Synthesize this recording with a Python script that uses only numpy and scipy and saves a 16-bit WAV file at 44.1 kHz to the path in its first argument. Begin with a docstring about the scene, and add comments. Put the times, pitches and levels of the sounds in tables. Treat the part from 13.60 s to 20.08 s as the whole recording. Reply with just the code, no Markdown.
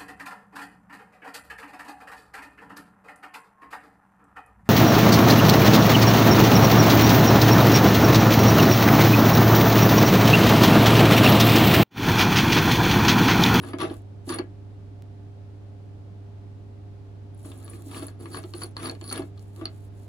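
"""A geared key is twisted back and forth in the chuck (the drill holder) of a small drill press.
Each twist builds to a peak and lets go: steel teeth grate and catch, the key rings and squeaks,
and the loose spindle judders in the frame. Tiny slips and sharp blows make each part ring.
A rubber glove rustles on the key. Between the two spells of turning the hand rests,
leaving one dry tick and the mains hum of the small workshop."""
import sys
import numpy as np
from scipy import signal
from scipy.fft import rfft, irfft
from scipy.io import wavfile

SR = 44100
rng = np.random.default_rng(int(sys.argv[2]) if len(sys.argv) > 2 else 0)


def master(y):
    """Save y as 16-bit WAV."""
    cut = np.clip(np.atleast_2d(y).T, -1, 1)
    pcm = np.round(cut * 32767)  # scale
    wavfile.write(sys.argv[1], SR, pcm.astype(np.int16))


N = 285768
TIME = np.arange(N) / SR

# Twists of the key: start_s, climb_s, easing_s, peak_db, swell_db, extra_squeak_db, extra_shudder_db
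TWISTS = [(0.011, 0.073, 0.059, -10, 5.5, 1.5, -0.5), (0.19, 0.024, 0.035, 9.5, 9, -5.5, -3),
          (0.29, 0.022, 0.033, -14, 20, -2, -20), (0.669, 0.0078, 0.0058, -13.5, 8, 9, 2),
          (0.694, 0.041, 0.019, 0.5, -1, 4, -2), (3.849, 0.027, 0.033, -20.5, 8, 11, 3),
          (3.942, 0.2, 0.2, -20, 12.5, 6.5, 0.5), (4.291, 0.082, 0.16, -4.5, 15, 3.5, -3.5),
          (4.6, 0.057, 0.029, -26.5, -5, 12, 6), (4.706, 0.048, 0.033, -6.5, 18, 11.5, 1),
          (4.942, 0.076, 0.017, -9.5, 21.5, 19, -2.5), (5.167, 0.1, 0.013, 2, 16.5, 5.5, 0.5),
          (5.429, 0.056, 0.036, -13.5, 14.5, 21.5, -3), (5.514, 0.059, 0.014, -2, 0.5, 0, -1.5),
          (5.963, 0.09, 0.019, -16, 11, -7.5, 2)]
def twisting(level_db, follow, release_s, squeak=0, shudder=0):
    """How hard a part is rubbed: each twist grips, climbs, eases and lets go."""
    grip_s, ease_db_per_s = 0.012, 168
    out, t = np.zeros(N), np.arange(-grip_s, 0.7, 1 / SR)
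    for start_s, climb_s, easing_s, peak_db, swell_db, squeak_db, shudder_db in TWISTS:
        effort_db = peak_db - swell_db * np.clip(1 - t / climb_s, 0, 1)
        effort_db -= ease_db_per_s * np.clip(t - climb_s, 0, easing_s)
        grip = np.clip(1 + t / grip_s, 0, 1) ** 2
        release = np.exp(-np.maximum(t - climb_s - easing_s, 0) / release_s)
        rub_db = level_db + follow * effort_db + squeak * squeak_db + shudder * shudder_db
        add(out, start_s - grip_s, grip * release * gain_of(rub_db))
    return out


# Teeth catching: start_s, chuck_db, tooth_db, key_db, snap_db, tooth_pitch_hz, key_pitch_hz
CATCHES = [(0.0361, -32.5, -46, -51, -68, 2500, 4550), (0.087, -41, -48, -47, -48, 3430, 4480),
           (0.1336, -23.5, -41, -46, -58, 2456, 4700), (0.186, -29, -43, -40.5, -41, 2320, 4300),
           (0.204, -33, -42, -38, -51, 2950, 4260), (0.2166, -20, -33, -50, -58, 2650, 4260),
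           (0.2334, -25, -35, -48, -47, 3300, 4400), (0.249, -36, -39, -45, -55, 2750, 4300),
           (0.2591, -35, -48, -52, -58, 2900, 4500), (0.299, -36, -40, -48, -65, 3350, 4250),
           (0.6921, -37, -37, -32, -32, 3600, 4580), (0.738, -36, -34, -33, -42, 2680, 4470),
           (0.7862, -24.5, -40, -35.5, -39, 2467, 4470), (0.7903, -22.5, -49, -35, -41, 2470, 4450),
           (3.8493, -39.5, -63, -71, -72, 2490, 4400), (3.9167, -42, -39.5, -70, -60, 3520, 4600),
           (4.079, -38.5, -48, -54, -55, 3410, 4400), (4.134, -54, -45.5, -66, -70, 2420, 4350),
           (4.3137, -40, -39.5, -52, -58, 3310, 4700), (4.3455, -48, -36, -62, -60, 2760, 4250),
           (4.367, -37, -40.5, -63, -60, 3410, 4700), (4.4248, -34, -40.5, -55, -67, 3430, 4540),
           (4.483, -36, -62, -44, -48, 3067, 4410), (4.6571, -31.5, -43, -47.5, -68, 2400, 4340),
           (4.7449, -26.5, -45, -48, -49, 2760, 4390), (4.772, -25, -53, -61, -49, 2650, 4540),
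           (4.831, -44, -59, -66, -47, 3504, 4320), (4.8383, -38, -42, -44.5, -60, 3540, 4360),
           (4.9373, -32.5, -36.5, -35.5, -48, 2570, 4360), (5.019, -26, -44, -42, -60, 2707, 4450),
           (5.035, -33, -58, -33, -62, 2810, 4460), (5.167, -28, -35, -33.5, -44, 3700, 4400),
           (5.2, -31, -44, -47, -56, 2582, 4320), (5.23, -37, -37, -47, -40, 2400, 4450),
           (5.2564, -28, -34, -49, -45, 2570, 4560), (5.2964, -31.5, -41, -32, -37, 2580, 4370),
           (5.35, -42, -51, -48, -74, 2590, 4420), (5.4126, -37, -47, -45, -40, 3370, 4350),
           (5.441, -40, -54, -42.5, -49, 3410, 4360), (5.5008, -49, -54, -32.5, -48, 3600, 4370),
           (5.513, -28.5, -43, -37, -50, 2314, 4650), (5.5255, -24, -52, -34.5, -29.5, 2990, 4370),
           (5.54, -32, -44, -49, -54, 2545, 4470), (5.558, -43, -34, -40, -47, 3440, 4430),
           (5.577, -28, -32.5, -42, -56, 2800, 4600), (5.621, -34.5, -60, -48, -68, 2400, 4380),
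           (5.7761, -49, -48.5, -56, -58, 3810, 4380), (5.794, -64, -67, -55, -51.5, 3600, 4400),
           (5.962, -57, -62, -58, -54, 3000, 4400), (6.013, -32, -64, -68, -51, 2570, 4550),
           (6.0551, -26, -37, -25, -45, 3210, 4400)]
# Tones the chuck rings at (wider ones die sooner): pitch_hz, width_hz, level_db
CHUCK_TONES = [(790, 250, 0), (1220, 290, 5.5), (1145, 180, 9), (1238, 35, 7), (1345, 53, -12.5),
               (1670, 110, 2), (1967, 70, -0.5), (2198, 40, 5), (2580, 230, -3), (3000, 170, -9),
               (3370, 540, -8)]
def chuck(ridges, lurch):
    """The chuck grates as the teeth slide and clanks when they catch."""
    drive = twisting(level_db=-40.5, follow=0.81, release_s=0.018)
    drive *= slips(per_s=7000, spread_db=3, clumps_db=1.8 * ridges + 0.65 * lurch)
    drive += gain_of(13.5) * blows(CATCHES, crunch=1, crunch_s=0.0064)
    return ring(drive, CHUCK_TONES, band_hz=(710, 4730), lag_ms=-0.16, left_db=4.5,
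                scatter_db=-1, scatter_s=0.01, patterns=3)


# Tones of a tooth: pitch_hz, width_hz, level_db
TOOTH_TONES = [(3000, 470, -4), (2400, 1700, -11.5)]
def teeth():
    """Each catch makes a tooth clink at its own pitch."""
    drive = gain_of(15.5) * blows(CATCHES, crunch=1.7, crunch_s=0.0039, column=2)
    clinks = ring(drive, TOOTH_TONES, band_hz=(2010, 4200), lag_ms=0.017, left_db=1.5,
                  scatter_db=-2.5, scatter_s=0.0084)
    return bend(clinks, CATCHES, column=5, rest_hz=TOOTH_TONES[0][0], stray_hz=59.4)


# Tones of the key: pitch_hz, width_hz, level_db
KEY_TONES = [(4400, 110, 7), (4750, 110, -4.5)]
def key(ridges, lurch):
    """The key scrapes as it turns and rings at each catch."""
    drive = twisting(level_db=-51.5, follow=1.06, release_s=0.011, squeak=0.97)
    drive *= slips(per_s=600, spread_db=4, clumps_db=2.4 * ridges + 2 * lurch)
    drive += gain_of(20) * blows(CATCHES, crunch=0.86, crunch_s=0.002, column=3)
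    ringing = ring(drive, KEY_TONES, band_hz=(4150, 4960), lag_ms=0.05,
                   scatter_db=-14.5, scatter_s=0.00226)
    return bend(ringing, CATCHES, column=6, rest_hz=KEY_TONES[0][0], stray_hz=98.4)


# Jerks of the pin on the key's tip: start_s, level_db, pitch_hz
PIN_JERKS = [(0.218, -42, 10100), (0.743, -39, 9950), (3.746, -65, 10130), (3.777, -63, 10250),
             (3.83, -61, 10700), (3.856, -49.5, 10300), (3.976, -55, 9900), (4.0453, -43.5, 10360),
             (4.098, -44, 9830), (4.4679, -37.5, 9920), (4.772, -40.5, 9980), (5.034, -37.5, 9880),
             (5.263, -53, 10020), (5.528, -29, 9830), (5.577, -37.5, 9950)]
# Tones of the pin: pitch_hz, width_hz, level_db
PIN_TONES = [(9883, 113, 12), (10060, 130, 3.5), (10270, 130, 1), (12950, 550, -14), (15400, 160, -4)]
def pin(ridges, lurch):
    """The pin squeaks and jerks in its hole, and feels the blows to the key."""
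    clumps_db = 2 * ridges + 2 * wander(rate_hz=16) + 1.16 * lurch
    drive = twisting(level_db=-47.5, follow=0.92, release_s=0.02, squeak=0.86)
    drive *= slips(per_s=1100, spread_db=2, clumps_db=clumps_db)
    drive += gain_of(4.5) * blows(CATCHES, crunch=0.86, crunch_s=0.002, column=3)
    drive += gain_of(24.5) * blows(PIN_JERKS, crunch=0.95, crunch_s=0.0068)
    squeaks = ring(drive, PIN_TONES, band_hz=(8950, 17700), lag_ms=0.2957,
                   scatter_db=-20, scatter_s=0.0045)
    return bend(squeaks, PIN_JERKS, column=2, rest_hz=9920, stray_hz=54.6)


# Tones of the chuck's outer sleeve: pitch_hz, width_hz, level_db
SLEEVE_TONES = [(3560, 490, 1), (2650, 520, -7), (5600, 1100, -1)]
def sleeve(ridges, lurch):
    """Many small slips make the sleeve rasp."""
    drive = twisting(level_db=-49.5, follow=1, release_s=0.023)
    drive *= slips(per_s=5000, spread_db=0.5, clumps_db=1.6 * ridges + 0.35 * lurch)
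    return ring(drive, SLEEVE_TONES, band_hz=(2100, 4400), lag_ms=0.017,
                scatter_db=3.5, scatter_s=0.0038, patterns=3)


# Broad tones of a dry snap: pitch_hz, width_hz, level_db
SNAP_TONES = [(2990, 3600, 15), (6060, 1200, 18), (7150, 820, 20), (10250, 2500, -31.5), (13900, 1000, 12)]
def crackle(ridges):
    """The steel crackles as it slips and snaps as it catches."""
    drive = twisting(level_db=-58.5, follow=1, release_s=0.035, squeak=0.8)
    drive *= slips(per_s=1600, spread_db=6, clumps_db=0.68 * ridges)
    drive += gain_of(15.5) * blows(CATCHES, crunch=1, crunch_s=0.00072, column=4)
    return ring(drive, SNAP_TONES, band_hz=(1556, 15800), lag_ms=0.14, left_db=0.5,
                scatter_db=4.5, scatter_s=0.0018, patterns=3)


# Judders of the spindle, the shaft that holds the chuck: start_s, level_db, pitch_hz, length_s
JUDDERS = [(0.002, -34.5, 337, 0.015), (0.044, -34, 332, 0.018), (0.141, -24, 318, 0.019),
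           (0.167, -32, 330, 0.016), (0.199, -28, 325, 0.017), (0.225, -24, 326, 0.015),
           (0.241, -21.5, 334, 0.025), (0.274, -52, 337, 0.019), (0.311, -26, 322, 0.0208),
           (0.678, -31, 306, 0.017), (0.701, -24, 334, 0.028), (0.762, -30, 328, 0.021),
           (0.798, -21.5, 335, 0.019), (3.856, -36.5, 313, 0.033), (4.266, -35.5, 304, 0.024),
           (4.361, -37, 317.5, 0.03), (4.427, -29, 315, 0.019), (4.846, -32.5, 338, 0.02),
           (4.946, -33, 337, 0.025), (5.044, -36.5, 353, 0.023), (5.3, -31, 328, 0.026),
           (5.42, -36.5, 329, 0.021), (5.597, -23, 328, 0.0152), (6.017, -28, 325, 0.038)]
def spindle(lead_s=0.003, rasp=0.059):
    """The loose spindle chatters in its bearings for a few cycles at a time."""
    out = np.zeros(N)
    for start_s, level_db, pitch_hz, length_s in JUDDERS:
        t = np.arange(0, length_s, 1 / SR)
        swell = np.sin(np.pi * (t / length_s) ** 0.68)
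        phase = 2 * np.pi * pitch_hz * t
        tone = np.sin(phase) + rasp * np.sin(2 * phase)
        add(out, start_s - lead_s, gain_of(level_db) * swell * tone)
    return out * gain_of([[0.6], [1.2]])


# Tones of the frame: pitch_hz, width_hz, level_db
FRAME_TONES = [(146.4, 21, -4), (276.4, 30, -3.5), (339.2, 11.2, 7), (470, 44, -10.5), (710, 240, -18.5)]
def frame(ridges):
    """Twists, catches and judders all pass into the frame, which shudders."""
    drive = twisting(level_db=-36, follow=0.55, release_s=0.038, shudder=0.89)
    drive *= slips(per_s=1500, spread_db=1.5, clumps_db=ridges)
    drive += gain_of(10.5) * blows(CATCHES, crunch=0.25, crunch_s=0.008)
    drive += gain_of(-1.5) * blows(JUDDERS, crunch=1.5, crunch_s=0.0045)
    return ring(drive, FRAME_TONES, band_hz=(106, 840), lag_ms=-0.26, scatter_db=-19.5, scatter_s=0.0082)


# Tones of the drill table: pitch_hz, width_hz, level_db
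TABLE_TONES = [(465, 34, 6.5), (564, 33, 0), (628, 42, -1.5), (744, 130, -8.5), (857, 40, -4.5)]
def drill_table(ridges, late_s=0.029):
    """The table groans a moment after each twist and shakes with each judder."""
    force = twisting(level_db=-44.5, follow=0.81, release_s=0.028, shudder=0.22)
    drive = np.roll(force, round(late_s * SR)) * slips(per_s=1500, spread_db=0.5, clumps_db=3.8 * ridges)
    drive += gain_of(12.5) * blows(JUDDERS, crunch=3.3, crunch_s=0.0104)
    return ring(drive, TABLE_TONES, band_hz=(397, 927), lag_ms=-0.24, scatter_db=-4, scatter_s=0.015)


# Fingers shifting their hold: start_s, length_s, level_db
REGRIPS = [(0, 0.14, -65.5), (0.267, 0.15, -65.5), (0.641, 0.12, -56.5), (3.747, 0.3, -61),
           (3.966, 0.32, -61), (4.234, 0.29, -53), (4.573, 0.38, -58), (4.913, 0.15, -57),
           (5.281, 0.25, -69), (5.53, 0.18, -64.5), (5.734, 0.24, -67.5), (5.927, 0.14, -65.5),
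           (6.082, 0.23, -66.5), (6.301, 0.23, -67)]
# Rubber snapping off the steel: start_s, level_db
GLOVE_SNAPS = [(0.3417, -29.5), (0.368, -35), (0.42, -45), (3.797, -41), (3.9, -32), (3.9175, -33),
               (4.0286, -32), (4.038, -35), (4.063, -36), (4.222, -31), (4.261, -34), (4.282, -34),
               (4.443, -29), (4.719, -35), (4.81, -39), (4.893, -44), (5.313, -25), (5.353, -43),
               (5.828, -42), (5.962, -31)]
# Tones of the glove: pitch_hz, width_hz, level_db
GLOVE_TONES = [(4500, 1200, -2), (7860, 2000, 1.5), (10100, 660, 5.5), (13500, 450, 2), (15800, 200, -4)]
def glove():
    """The rubber glove rustles as the hand moves, ticks where it sticks, and snaps free."""
    rub = twisting(level_db=-70.5, follow=0.62, release_s=0.015)
    for start_s, length_s, level_db in REGRIPS:
        t = np.arange(0, length_s, 1 / SR)
        add(rub, start_s, gain_of(level_db) * np.sin(np.pi * t / length_s))
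    clumps_db = 3 * wander(rate_hz=18) + 1.3 * wander(rate_hz=130)
    rustle = rub * slips(per_s=5000, spread_db=1, clumps_db=clumps_db)
    ticks = gain_of(-9) * rub * slips(per_s=70, spread_db=1.5, clumps_db=0)
    snaps = blows(GLOVE_SNAPS, crunch=1, crunch_s=0.0014)
    return ring(rustle + ticks + snaps, GLOVE_TONES, band_hz=(1500, 17000), lag_ms=0.298, left_db=-0.5,
                scatter_db=-4.5, scatter_s=0.00077)


def tick(start_s=1.4228, dull_above_hz=2480):
    """One dry tick, with no ring, while the hand rests."""
    out, t = np.zeros(N), np.arange(64) / SR
    add(out, start_s, gain_of(-29.5) * np.exp(-2 * np.pi * dull_above_hz * t) / 2)
    return out


# Time the room's echo takes to fade by 60 dB: pitch_hz, fade_s
ECHO_FADES = [(250, 0.27), (660, 0.056), (1740, 0.22), (4600, 0.098), (10000, 0.013)]
def room_echo(sound, echoes_per_s=3000):
    """The walls return a short tail of echoes, each pitch fading at its own speed."""
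    echoes = rng.choice([-1., 1.], (2, SR // 2)) * (rng.random((2, SR // 2)) < echoes_per_s / SR)
    echoes[:, :SR // 200] = 0  # none in the first 5 ms
    hz, t, bands = signal.stft(echoes, SR, nperseg=256)
    bands = bands + bands[::-1] / (1 + (hz[:, None] / 450) ** 4)  # bass reaches both sides alike
    fade = gain_of(-60 * t / look_up(ECHO_FADES, hz)[:, None])
    tail = signal.istft(bands * fade, SR, nperseg=256)[1]
    return signal.fftconvolve(sound, tail / np.linalg.norm(tail[0]), axes=1)[:, :N]


# Tones of the hum: pitch_hz, level_db
HUM_TONES = [(100.1, -39.5), (200.2, -73), (285, -63), (300.3, -61), (400.4, -57.5), (571, -70),
             (700.7, -68.5), (856, -73)]
def mains_hum():
    """The mains hums in steady tones whose levels waver slightly."""
    hum = np.zeros(N)
    for pitch_hz, level_db in HUM_TONES:
        size = np.sqrt(2) * gain_of(level_db + 0.24 * wander(rate_hz=3.2))
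        hum += size * np.sin(2 * np.pi * (pitch_hz * TIME + rng.random()))
    return hum * gain_of([[-3.8], [-1.5]])


# Tone colours of the room's air and its low rumble: pitch_hz, level_db
AIR_COLOUR = [(70, -16.5), (130, 1.5), (280, 1), (340, -5), (480, -7), (700, -9.5), (950, -16.5),
              (2000, -25), (4200, -30), (7000, -37.5), (11000, -43.5), (13800, -58), (15000, -100)]
RUMBLE_COLOUR = [(20, -43), (35, -12.5), (50, -5), (85, -1.5), (120, -15), (160, -12.5), (300, -62)]
# How alike left and right are: pitch_hz, likeness (0 to 1)
AIR_LIKENESS = [(60, 0.42), (200, 0.77), (400, 0.064), (900, 0.0083), (15000, 0.045)]
def room_noise(colour):
    """Steady noise in the room, most alike on both sides in the bass."""
    hz = np.fft.rfftfreq(N, 1 / SR)
    left, other = rfft(rng.standard_normal((2, N)))
    alike = np.clip(look_up(AIR_LIKENESS, hz), 0, 1)
    right = alike * left + np.sqrt(1 - alike ** 2) * other
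    pair = irfft(np.array([left, right]) * gain_of(look_up(colour, hz)), N)
    return pair / pair.mean(0).std()


def slips(per_s, spread_db, clumps_db):
    """Rough surfaces stick and slip: tiny clicks of uneven size."""
    size = gain_of(spread_db * np.minimum(rng.exponential(1, N), 4) + clumps_db)
    return evened(size * rng.choice([-1, 1], N) * (rng.random(N) < per_s / SR))


def blows(rows, crunch, crunch_s, column=1):
    """One sharp blow and a short crunch per row; the chosen column gives its level."""
    drive, t = np.zeros(N), np.arange(SR // 20) / SR
    for row in rows:
        grit = rng.standard_normal(len(t)) * np.exp(-t / crunch_s)
        blow = (t == 0) + crunch * grit / np.linalg.norm(grit)
        add(drive, row[0], gain_of(row[column]) * blow / np.linalg.norm(blow))
    return drive


def ring(drive, tones, band_hz, lag_ms, scatter_db, scatter_s, left_db=0, patterns=1, size=4096):
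    """A part rings; its sound reaches one side later and scatters off the table and column."""
    low_hz, high_hz = band_hz
    hz, t = abs(np.fft.fftfreq(size, 1 / SR)) + 1, np.arange(size) / SR
    power = sum(gain_of(db) ** 2 / (1 + (2 * (hz - pitch) / width) ** 2) for pitch, width, db in tones)
    power = power / (1 + (low_hz / hz) ** 8) / (1 + (hz / high_hz) ** 8)
    # Minimum phase: the ringing comes after the blow, never before.
    ringing = np.exp(np.conj(signal.hilbert(0.5 * np.log(power + 1e-10))))[:size // 2 + 1]
    delay_s = np.maximum([[lag_ms], [-lag_ms]], 0) / 1000
    direct = np.exp(-2j * np.pi * hz[:size // 2 + 1] * delay_s)
    balance = gain_of([[left_db / 2], [-left_db / 2]])
    contact = (TIME / 0.045).astype(int) % patterns  # each tooth in turn has its own scatter pattern
    out = np.zeros((2, N))
    for k in range(patterns):
        scatter = rng.standard_normal((2, size)) * np.exp(-t / scatter_s)
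        scatter /= np.linalg.norm(scatter, axis=1, keepdims=True)
        response = irfft(ringing * (direct + gain_of(scatter_db) * rfft(scatter)))
        response *= balance / np.linalg.norm(response, axis=1, keepdims=True)
        out += signal.oaconvolve((drive * (contact == k))[None], response, axes=1)[:, :N]
    return out


def bend(sound, rows, column, rest_hz, stray_hz, hold_s=0.018):
    """A ring holds the pitch of each blow, then strays as the point of contact slides."""
    start_s, pitch_hz = np.transpose(rows)[[0, column]]
    last = np.maximum(np.searchsorted(start_s, TIME) - 1, 0)
    held = np.exp(-((TIME - start_s[last]) / hold_s) ** 2)
    shift_hz = held * (pitch_hz[last] - rest_hz) + (1 - held) * stray_hz * wander(rate_hz=66.7)
    return (signal.hilbert(sound) * np.exp(2j * np.pi * np.cumsum(shift_hz) / SR)).real


def wander(rate_hz):
    """A smooth random wobble, up to about the given rate."""
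    hz = np.fft.rfftfreq(N, 1 / SR)
    return evened(irfft(rfft(rng.standard_normal(N)) / (1 + (hz / rate_hz) ** 4), N))


def gain_of(db):
    """Turns decibels into a multiplier."""
    return 10 ** (np.asarray(db) / 20)


def evened(x):
    """Scales a signal to an average (rms) size of 1."""
    return x / np.sqrt(np.mean(x ** 2) + 1e-20)


def look_up(points, hz):
    """Reads between a table's rows on a log pitch scale."""
    pitch_hz, value = np.transpose(points)
    return np.interp(np.log(hz + 1), np.log(pitch_hz + 1), value)


def add(mix, start_s, sound):
    """Adds a sound into the mix."""
    part = mix[max(round(start_s * SR), 0):][:len(sound)]
    part += sound[:len(part)]


def scene():
    """The drill press in its workshop."""
    ridges = wander(rate_hz=220)  # ridges on the teeth shake the parts together
    lurch = wander(rate_hz=15)  # the load lurches as teeth roll in and out of mesh
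    gears = chuck(ridges, lurch) + teeth() + key(ridges, lurch) + pin(ridges, lurch)
    gears += sleeve(ridges, lurch) + crackle(ridges)
    press = gears + spindle() + frame(ridges) + drill_table(ridges) + glove()
    air = gain_of(-53.83) * room_noise(AIR_COLOUR) + gain_of(-53.5) * room_noise(RUMBLE_COLOUR)
    return press + gain_of(-14) * room_echo(press) + tick() + mains_hum() + air


def record(dry):
    """Cuts the treble above 15900 Hz."""
    lowpass = signal.firwin(511, 15900, window=("kaiser", 9), fs=SR)
    return signal.oaconvolve(dry, lowpass[None], "same")


dry = scene()
out = record(dry)
master(out)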